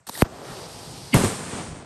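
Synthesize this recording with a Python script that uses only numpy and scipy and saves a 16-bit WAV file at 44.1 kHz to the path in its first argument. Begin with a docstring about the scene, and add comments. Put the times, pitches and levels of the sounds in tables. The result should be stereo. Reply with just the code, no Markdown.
"""A river murmurs, then the fuse of a paper firecracker spits and fizzes until a first charge cracks.
A jet of flame rushes over a low roll, then the main charge bursts and echoes return from banks and trees.
Shock fronts are pressure pulses; fizz, jet, rolls and river are coloured noise, some with random clicks.
A small stereo recorder smears the shocks, rounds the peaks and thins the bass.
The treble drops steeply near 13 kHz."""
import sys
import numpy as np
from scipy import signal
from scipy.fft import rfft, irfft
from scipy.io import wavfile

SR = 44100
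rng = np.random.default_rng(int(sys.argv[2]) if len(sys.argv) > 2 else 0)


def generate_wav(signal):
    """Clip the signal to [-1, 1] and save it as 16-bit WAV at the path in sys.argv[1]."""
    frames = np.transpose(np.atleast_2d(signal))
    scaled = np.clip(frames, -1, 1) * 32767
    pcm = np.round(scaled).astype(np.int16)
    wavfile.write(sys.argv[1], SR, pcm)


N = 81585

# Shock fronts, levels before filtering: start_s, level_db, push_s, left_minus_right_db, right_lag_s, snap_db
SHOCK_FRONTS = [(0.2213, 5.6, .0019, 1, .00002, 10), (1.1434, -1.5, .0019, -1, .0002, 16)]
# Narrow noise swelling into each bang: swell_s, level_db, left_minus_right_db
BANG_SWELLS = [(0.0062, -28.5, -15.5), (0.0075, -12, -7)]
# Resonances of that noise: centre_hz, width_hz, level_db
SWELL_BANDS = [(245, 70, 6), (2110, 140, 0), (2700, 900, 1), (4620, 70, -5), (7910, 100, -12)]
# Single echoes off the banks, levels before dulling: start_s, level_db, push_s, left_minus_right_db
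BANK_ECHOES = [(0.257, -15, 0.00065, 3), (0.510, -25, 0.0044, 1), (1.148, -10.5, 0.013, 19),
               (1.157, -5.5, 0.0035, 13), (1.168, -22, 0.0087, -24), (1.188, -14, 0.00083, 35),
               (1.21, -5, 0.0013, -8), (1.235, 0.5, 0.00086, 2), (1.243, 2, 0.0012, 0),
               (1.263, -25, 0.0034, -3), (1.328, -6, 0.00039, 8), (1.530, -16.5, 0.0016, 2),
               (1.564, -15, 0.00069, 1), (1.598, -36, 0.0016, 1), (1.660, -20.5, 0.00079, 8),
               (1.681, -18.5, 0.0029, 0), (1.711, -23, 0.0081, -0.5), (1.724, -25.5, 0.0046, -2),
               (1.785, -28.5, 0.0036, -1)]
# Rolling echoes of the first bang: time_s, bass_db, middle_db
FIRST_ROLL = [(0.232, -55, -51), (0.252, -46, -32.5), (0.285, -41, -42), (0.36, -46, -41.5),
              (0.44, -42.5, -37), (0.52, -34.5, -34.5), (0.59, -41, -37.5), (0.77, -40.5, -44.5),
              (0.9, -37.5, -43.5), (1.143, -41, -48)]
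# Rolling echoes of the main bang: time_s, rumble_db, treble_db
MAIN_ROLL = [(1.148, -15, -27), (1.166, -19, -26.5), (1.214, -24, -29), (1.248, -21.5, -26),
             (1.262, -26, -28.5), (1.374, -34.5, -35.5), (1.448, -34, -38.5), (1.472, -35.5, -37.5),
             (1.598, -29.5, -38), (1.632, -36, -39.5), (1.73, -38.5, -47.5), (1.754, -37.5, -50.5),
             (1.794, -41, -51.5), (1.818, -41.5, -56), (1.85, -42, -63)]
# Colour of the first roll: pitch_hz, relative_level_db
ROAR_COLOUR = [(30, -36), (50, -4.5), (90, -4.5), (135, 1), (200, -6), (270, -7.5), (480, -5.5),
               (800, -8.5), (1300, -13.5), (2200, -23), (15000, -37)]
# Colour of the main rumble: pitch_hz, relative_level_db
RUMBLE_COLOUR = [(30, -57), (50, -16), (90, -1), (150, 1.5), (270, -5), (480, -6), (800, -8.5), (1700, -16),
                 (4000, -25), (15000, -34)]
# Colour of treble scattered off leaves: pitch_hz, relative_level_db
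LEAF_COLOUR = [(300, -32), (1000, 4), (2000, -5.5), (3500, -5.5), (6000, -6.5), (8500, 0), (9700, 3.5),
               (10900, 4), (12000, -9), (15000, -6)]
# Loudness of the flame jet: time_s, level_db
JET_LEVEL = [(0.222, -38), (0.24, -57), (0.255, -60), (0.285, -56), (0.42, -51), (0.5, -44), (0.6, -43.5),
             (0.85, -44.5), (1.143, -44)]
# Colour of the flame jet: pitch_hz, relative_level_db
FLAME_COLOUR = [(200, -60), (800, 8.5), (1500, -9.5), (2400, -5), (4800, 3), (7000, -5), (8500, -2),
                (9700, 3.5), (10900, 1), (12000, -11), (15000, -18)]
# Loudness of the fizz as the fuse burns faster: time_s, level_db
FIZZ_LEVEL = [(0.066, -47), (0.070, -26.5), (0.105, -36.5), (0.13, -29), (0.19, -26.5), (0.2215, -18.5)]
# Colour of the fizz: pitch_hz, relative_level_db
FUSE_COLOUR = [(40, -12), (200, -6.5), (700, -10), (1900, -14), (2500, -18), (4000, -8.5), (6600, -19.5),
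               (8500, -10.5), (9700, -2), (10900, -1.5), (12000, -13), (15000, 0)]
# Spits of the fuse, levels before the shared trim: peak_s, level_db, decay_s
FUSE_SPITS = [(0.076, -34, 0.001), (0.089, -22, 0.0019), (0.0945, -15, 0.0022), (0.163, -29, 0.0038),
              (0.176, -20, 0.0018), (0.189, -24.5, 0.0039)]
# Colour of spits and torn-case rasp: pitch_hz, relative_level_db
SPIT_COLOUR = [(60, -5), (200, 1), (900, 4), (2000, -15.5), (4000, -5), (8000, -10.5), (12000, -2),
               (15000, -3.5)]
# Colour of the river: pitch_hz, relative_level_db
RIVER_COLOUR = [(24, -36), (40, -25), (103, 3), (257, -23.5), (627, -12), (2220, -25.5), (3740, -28),
                (8270, -20), (15000, -59)]
# Left-right likeness, before each source's scatter exponent: pitch_hz, likeness (0 to 1)
STEREO_LIKENESS = [(60, 0.99), (130, 1), (290, 0.94), (640, 0.3), (1400, 0.15), (2100, 0.53), (3100, 0.57),
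                   (5000, 0.76), (7000, 0.65), (10000, 1), (15000, 0.33)]
# Stereo balance: pitch_hz, left_minus_right_db
STEREO_LEAN = [(60, -1), (150, 0.5), (380, 1.5), (950, 2), (2380, 2), (5980, 2), (15000, -1)]
# Phase between the microphone ports: pitch_hz, left_lead_rad
PORT_PHASE = [(0, 0), (1800, -.4), (2600, .6), (4200, .65), (6200, 0), (7600, .5), (8300, .1), (8950, -1),
              (9650, -2.4), (10300, -3.15), (11000, -3.9), (11700, -5.4), (12400, -6.2), (16000, -6.3)]

FRONT_CUT_HZ, CRACK_HZ = 2900, 10200  # body of the front below, snap above
SUCTION = 1.29  # depth of the pull after the push
DEBRIS_DB, DEBRIS_S = -28, 0.0053  # rasp of torn paper and grit: level relative to its bang, decay
SLAP_CUT_HZ = 380
ECHOES_PER_S, ECHO_SPREAD_DB, ECHO_SHARE = 400, 1, 0.48
BASS_TOP_HZ = 266
FADING_TOP_HZ, TOP_FADE_DB_PER_S = 10200, 40
CRACKLES_PER_S, CRACKLE_SPREAD_DB, CRACKLE_SHARE = 2500, 3.0, .3
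SPIT_TRIM_DB = -4.5
PIP_S, PIP_DB, PIP_DECAY_S, PIP_HZ = 0.153, -29.5, 0.0034, 1920
RIVER_DB = -59
BASS_CUT_HZ, SMEAR_HZ = 83, 274
TOP = .9  # ceiling before the treble filters
TREBLE_EDGE_HZ, ABOVE_EDGE_DB, CUTOFF_HZ = 12850, -30, 16400

TIME_S = np.arange(N) / SR
LEFT_RIGHT = np.array([[1], [-1]])


def amp(db):
    """Turn dB into gain."""
    return 10 ** (np.asarray(db) / 20)


def rms_one(x):
    """Scale to rms 1."""
    return x / np.sqrt(np.mean(x ** 2) + 1e-20)


def level(rows, axis=1):
    """Draw a gain curve from a dB column, at -120 dB outside the table's span."""
    rows = np.array(rows)
    return amp(np.interp(TIME_S, rows[:, 0], rows[:, axis], left=-120, right=-120))


def at_hz(points, hz):
    """Read a table on a log-frequency axis."""
    points = np.array(points)
    return np.interp(np.log(hz + 1), np.log(points[:, 0] + 1), points[:, 1])


def filtered(x, order, cut_hz, kind="low"):
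    """Run a Butterworth filter forward in time."""
    return signal.sosfilt(signal.butter(order, cut_hz, kind, fs=SR, output="sos"), x)


def below_hz(x, order, cut_hz):
    """Keep the lows without shifting them in time, by filtering both ways."""
    return signal.sosfiltfilt(signal.butter(order, cut_hz, fs=SR, output="sos"), x)


def drift(rate_hz):
    """Wander slowly at random with rms 1, drawn every 40 samples and joined by lines."""
    pole = np.exp(-80 * np.pi * rate_hz / SR)
    noise = rng.standard_normal(N // 40 + 2002)
    slow = signal.lfilter([1], [1, -2 * pole, pole * pole], noise)[2000:]  # skip the settling
    return np.interp(np.arange(N) / 40, np.arange(len(slow)), rms_one(slow))


def grains(per_s, spread_db, share):
    """Mix white noise with a power share of uneven random clicks."""
    share = np.clip(share, 0, 1)
    sizes = amp(spread_db * np.minimum(rng.exponential(1, (2, N)), 4))
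    sizes = sizes * rng.choice([-1, 1], (2, N))
    clicks = rms_one(sizes * (rng.random((2, N)) < per_s / SR))
    return np.sqrt(share) * clicks + np.sqrt(1 - share) * rng.standard_normal((2, N))


def banded(source, spectrum, patchy_db, scatter=0.25):
    """Colour a noise pair in flickering half-octave bands, as two ports hear it; left-right mean has rms 1."""
    hz = np.fft.rfftfreq(N, 1 / SR)
    alike = np.clip(at_hz(STEREO_LIKENESS, hz), 0, 1) ** scatter
    mid, side = rfft(source) * amp(at_hz(spectrum, hz))
    balance = amp(at_hz(STEREO_LEAN, hz) / 2) ** LEFT_RIGHT.astype(float)
    phase = np.exp(.5j * at_hz(PORT_PHASE, hz) * LEFT_RIGHT)
    pair = balance * phase * (np.sqrt(1 + alike) * mid + np.sqrt(1 - alike) * side * LEFT_RIGHT)

    place = 2 * np.log2(hz / 30 + 1e-9)  # half octaves above 30 Hz
    together = drift(6)
    out = 0
    for k in range(20):
        flicker = amp(patchy_db * (.7 * together + drift(15)))
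        band = np.clip(1 - abs(place - k), 0, 1)
        out = out + flicker * irfft(pair * band, N)
    return out / np.sqrt(np.mean(out.mean(axis=0) ** 2))


def shock(start_s, level_db, push_s):
    """Jump in pressure, decay through zero, then pull back in a slow suction."""
    t = TIME_S - start_s
    u = np.clip(t / push_s, 0, 30)
    rise = np.clip(t * SR + .5, 0, 1)
    return amp(level_db) * rise * (1 - SUCTION * u) * np.exp(-u)


def shock_pair(start_s, level_db, push_s, lean_db, right_lag_s):
    """Place a shock in stereo by level and right-hand lag."""
    left = shock(start_s, level_db + lean_db / 2, push_s)
    right = shock(start_s + right_lag_s, level_db - lean_db / 2, push_s)
    return np.array([left, right])


def bangs():
    """Fire direct pressure fronts with a bright snap, and let the torn case rasp and die after each."""
    fronts, snaps, dying = 0, 0, 0
    for start_s, level_db, push_s, lean_db, right_lag_s, snap_db in SHOCK_FRONTS:
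        fronts = fronts + shock_pair(start_s, level_db, push_s, lean_db, right_lag_s)
        snaps = snaps + shock(start_s, snap_db, push_s)
        decay = np.exp(-abs(TIME_S - start_s) / DEBRIS_S)
        dying = dying + amp(level_db + DEBRIS_DB) * (TIME_S > start_s) * decay
    rasp = banded(grains(3800, 3.5, 0.8), SPIT_COLOUR, patchy_db=3, scatter=0.53)
    crack = filtered(snaps + 1e-18, 4, CRACK_HZ, "high")
    return filtered(fronts + 1e-18, 2, FRONT_CUT_HZ) + crack + dying * rasp


def lead_in():
    """Swell narrow bands of noise for some milliseconds up to each bang and stop with it."""
    hz = np.fft.rfftfreq(N, 1 / SR)
    shape = 0
    for centre_hz, width_hz, level_db in SWELL_BANDS:
        resonance = 1 / (1 + (2 * (hz - centre_hz) / width_hz) ** 2)
        shape = shape + amp(level_db) / np.sqrt(width_hz) * resonance
    shared, own = rng.standard_normal(N), rng.standard_normal((2, N))
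    ring = rms_one(irfft(rfft(shared + 3.0 * own) * shape, N))
    swells = 0
    for (start_s, *_), (swell_s, level_db, lean_db) in zip(SHOCK_FRONTS, BANG_SWELLS):
        rise = (TIME_S < start_s) * np.exp(-.5 * ((TIME_S - start_s) / swell_s) ** 2)
        swells = swells + amp(level_db + lean_db * LEFT_RIGHT / 2) * rise
    return ring * swells


def slaps():
    """Return distinct echoes as softer shocks, dulled by earth and distance."""
    lags_s = rng.uniform(-0.00074, 0.00006, len(BANK_ECHOES))
    echoes = sum(shock_pair(*echo, lag_s) for echo, lag_s in zip(BANK_ECHOES, lags_s))
    return filtered(echoes + 1e-18, 2, SLAP_CUT_HZ)


def first_roll():
    """Blend countless small echoes into a lumpy rumble whose bass and middle move separately."""
    source = grains(ECHOES_PER_S, ECHO_SPREAD_DB, 0.22)
    roar = banded(source, ROAR_COLOUR, patchy_db=1.4, scatter=0.49)
    bass = below_hz(roar, 2, BASS_TOP_HZ)
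    return level(FIRST_ROLL) * bass + level(FIRST_ROLL, axis=2) * (roar - bass)


def main_roll():
    """Roll a rumble and a leafy treble wash off the main bang; the echoes' top fades steadily after it."""
    source = grains(ECHOES_PER_S, ECHO_SPREAD_DB, ECHO_SHARE)
    rumble = banded(source, RUMBLE_COLOUR, patchy_db=0.0, scatter=2.1)
    wash = banded(grains(3500, 2.1, 0.15), LEAF_COLOUR, patchy_db=0.73, scatter=0.98)
    bang_s = SHOCK_FRONTS[1][0]
    rows = [(bang_s, *MAIN_ROLL[0][1:])] + list(MAIN_ROLL)  # hold the first levels back to the bang
    echoes = level(rows) * rumble + level(rows, axis=2) * wash
    below = below_hz(echoes, 8, FADING_TOP_HZ)
    top_fade = amp(-TOP_FADE_DB_PER_S * np.maximum(TIME_S - bang_s, 0))
    return below + (echoes - below) * top_fade


def jet():
    """Rush smooth, bright noise for the burning gas."""
    return level(JET_LEVEL) * banded(grains(4000, 2.1, 0.13), FLAME_COLOUR, patchy_db=1.4)


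def fuse():
    """Crackle a fizz of noise and clicks, with short spits that swell and die within milliseconds."""
    puffs = 0
    for peak_s, level_db, decay_s in FUSE_SPITS:
        slope_s = np.where(TIME_S < peak_s, 0.52 * decay_s, decay_s)
        puffs = puffs + amp(level_db) * np.exp(-abs(TIME_S - peak_s) / slope_s)
    source = grains(CRACKLES_PER_S, CRACKLE_SPREAD_DB, CRACKLE_SHARE)
    fizz = banded(source, FUSE_COLOUR, patchy_db=2.0)
    spit = banded(rng.standard_normal((2, N)), SPIT_COLOUR, patchy_db=-0.5)
    return level(FIZZ_LEVEL) * fizz + amp(SPIT_TRIM_DB) * puffs * spit


def pip():
    """Whistle one fuse spit as a decaying sine with its octave."""
    t = np.maximum(TIME_S - PIP_S, 0)
    tone = np.sin(2 * np.pi * PIP_HZ * t)
    octave = 0.77 * np.sin(2 * 2 * np.pi * PIP_HZ * t)
    return amp(PIP_DB) * np.exp(-t / PIP_DECAY_S) * (tone + octave)


def river():
    """Murmur steadily in the background with coloured, flickering noise."""
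    return amp(RIVER_DB) * banded(rng.standard_normal((2, N)), RIVER_COLOUR, patchy_db=-3.5)


def scene():
    """Layer the river, the blasts, the burning and the rolling echoes."""
    background = river()
    blasts = bangs() + lead_in() + slaps()
    burning = fuse() + pip() + jet()
    rolls = first_roll() + main_roll()
    return background + blasts + burning + rolls


def record(dry):
    """Invert, cut bass, smear shocks into falling sweeps by phase, round peaks; the treble drops steeply."""
    x = filtered(-dry, 1, BASS_CUT_HZ, "high")
    tangent = np.tan(np.pi * SMEAR_HZ / SR)
    c = (tangent - 1) / (tangent + 1)
    for _ in range(6):  # all-pass filters turn phase and leave each frequency's level alone
        x = signal.lfilter([c, 1], [1, c], x)
    x = x / (1 + (x / TOP) ** 6) ** (1 / 6)
    edge = signal.cheby2(12, 30, TREBLE_EDGE_HZ, fs=SR, output="sos")
    x = signal.sosfiltfilt(edge, x) + amp(ABOVE_EDGE_DB) * x  # a little treble stays above the edge
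    return signal.sosfilt(signal.cheby2(12, 70, CUTOFF_HZ, fs=SR, output="sos"), x)


dry = scene()
out = record(dry)
generate_wav(out)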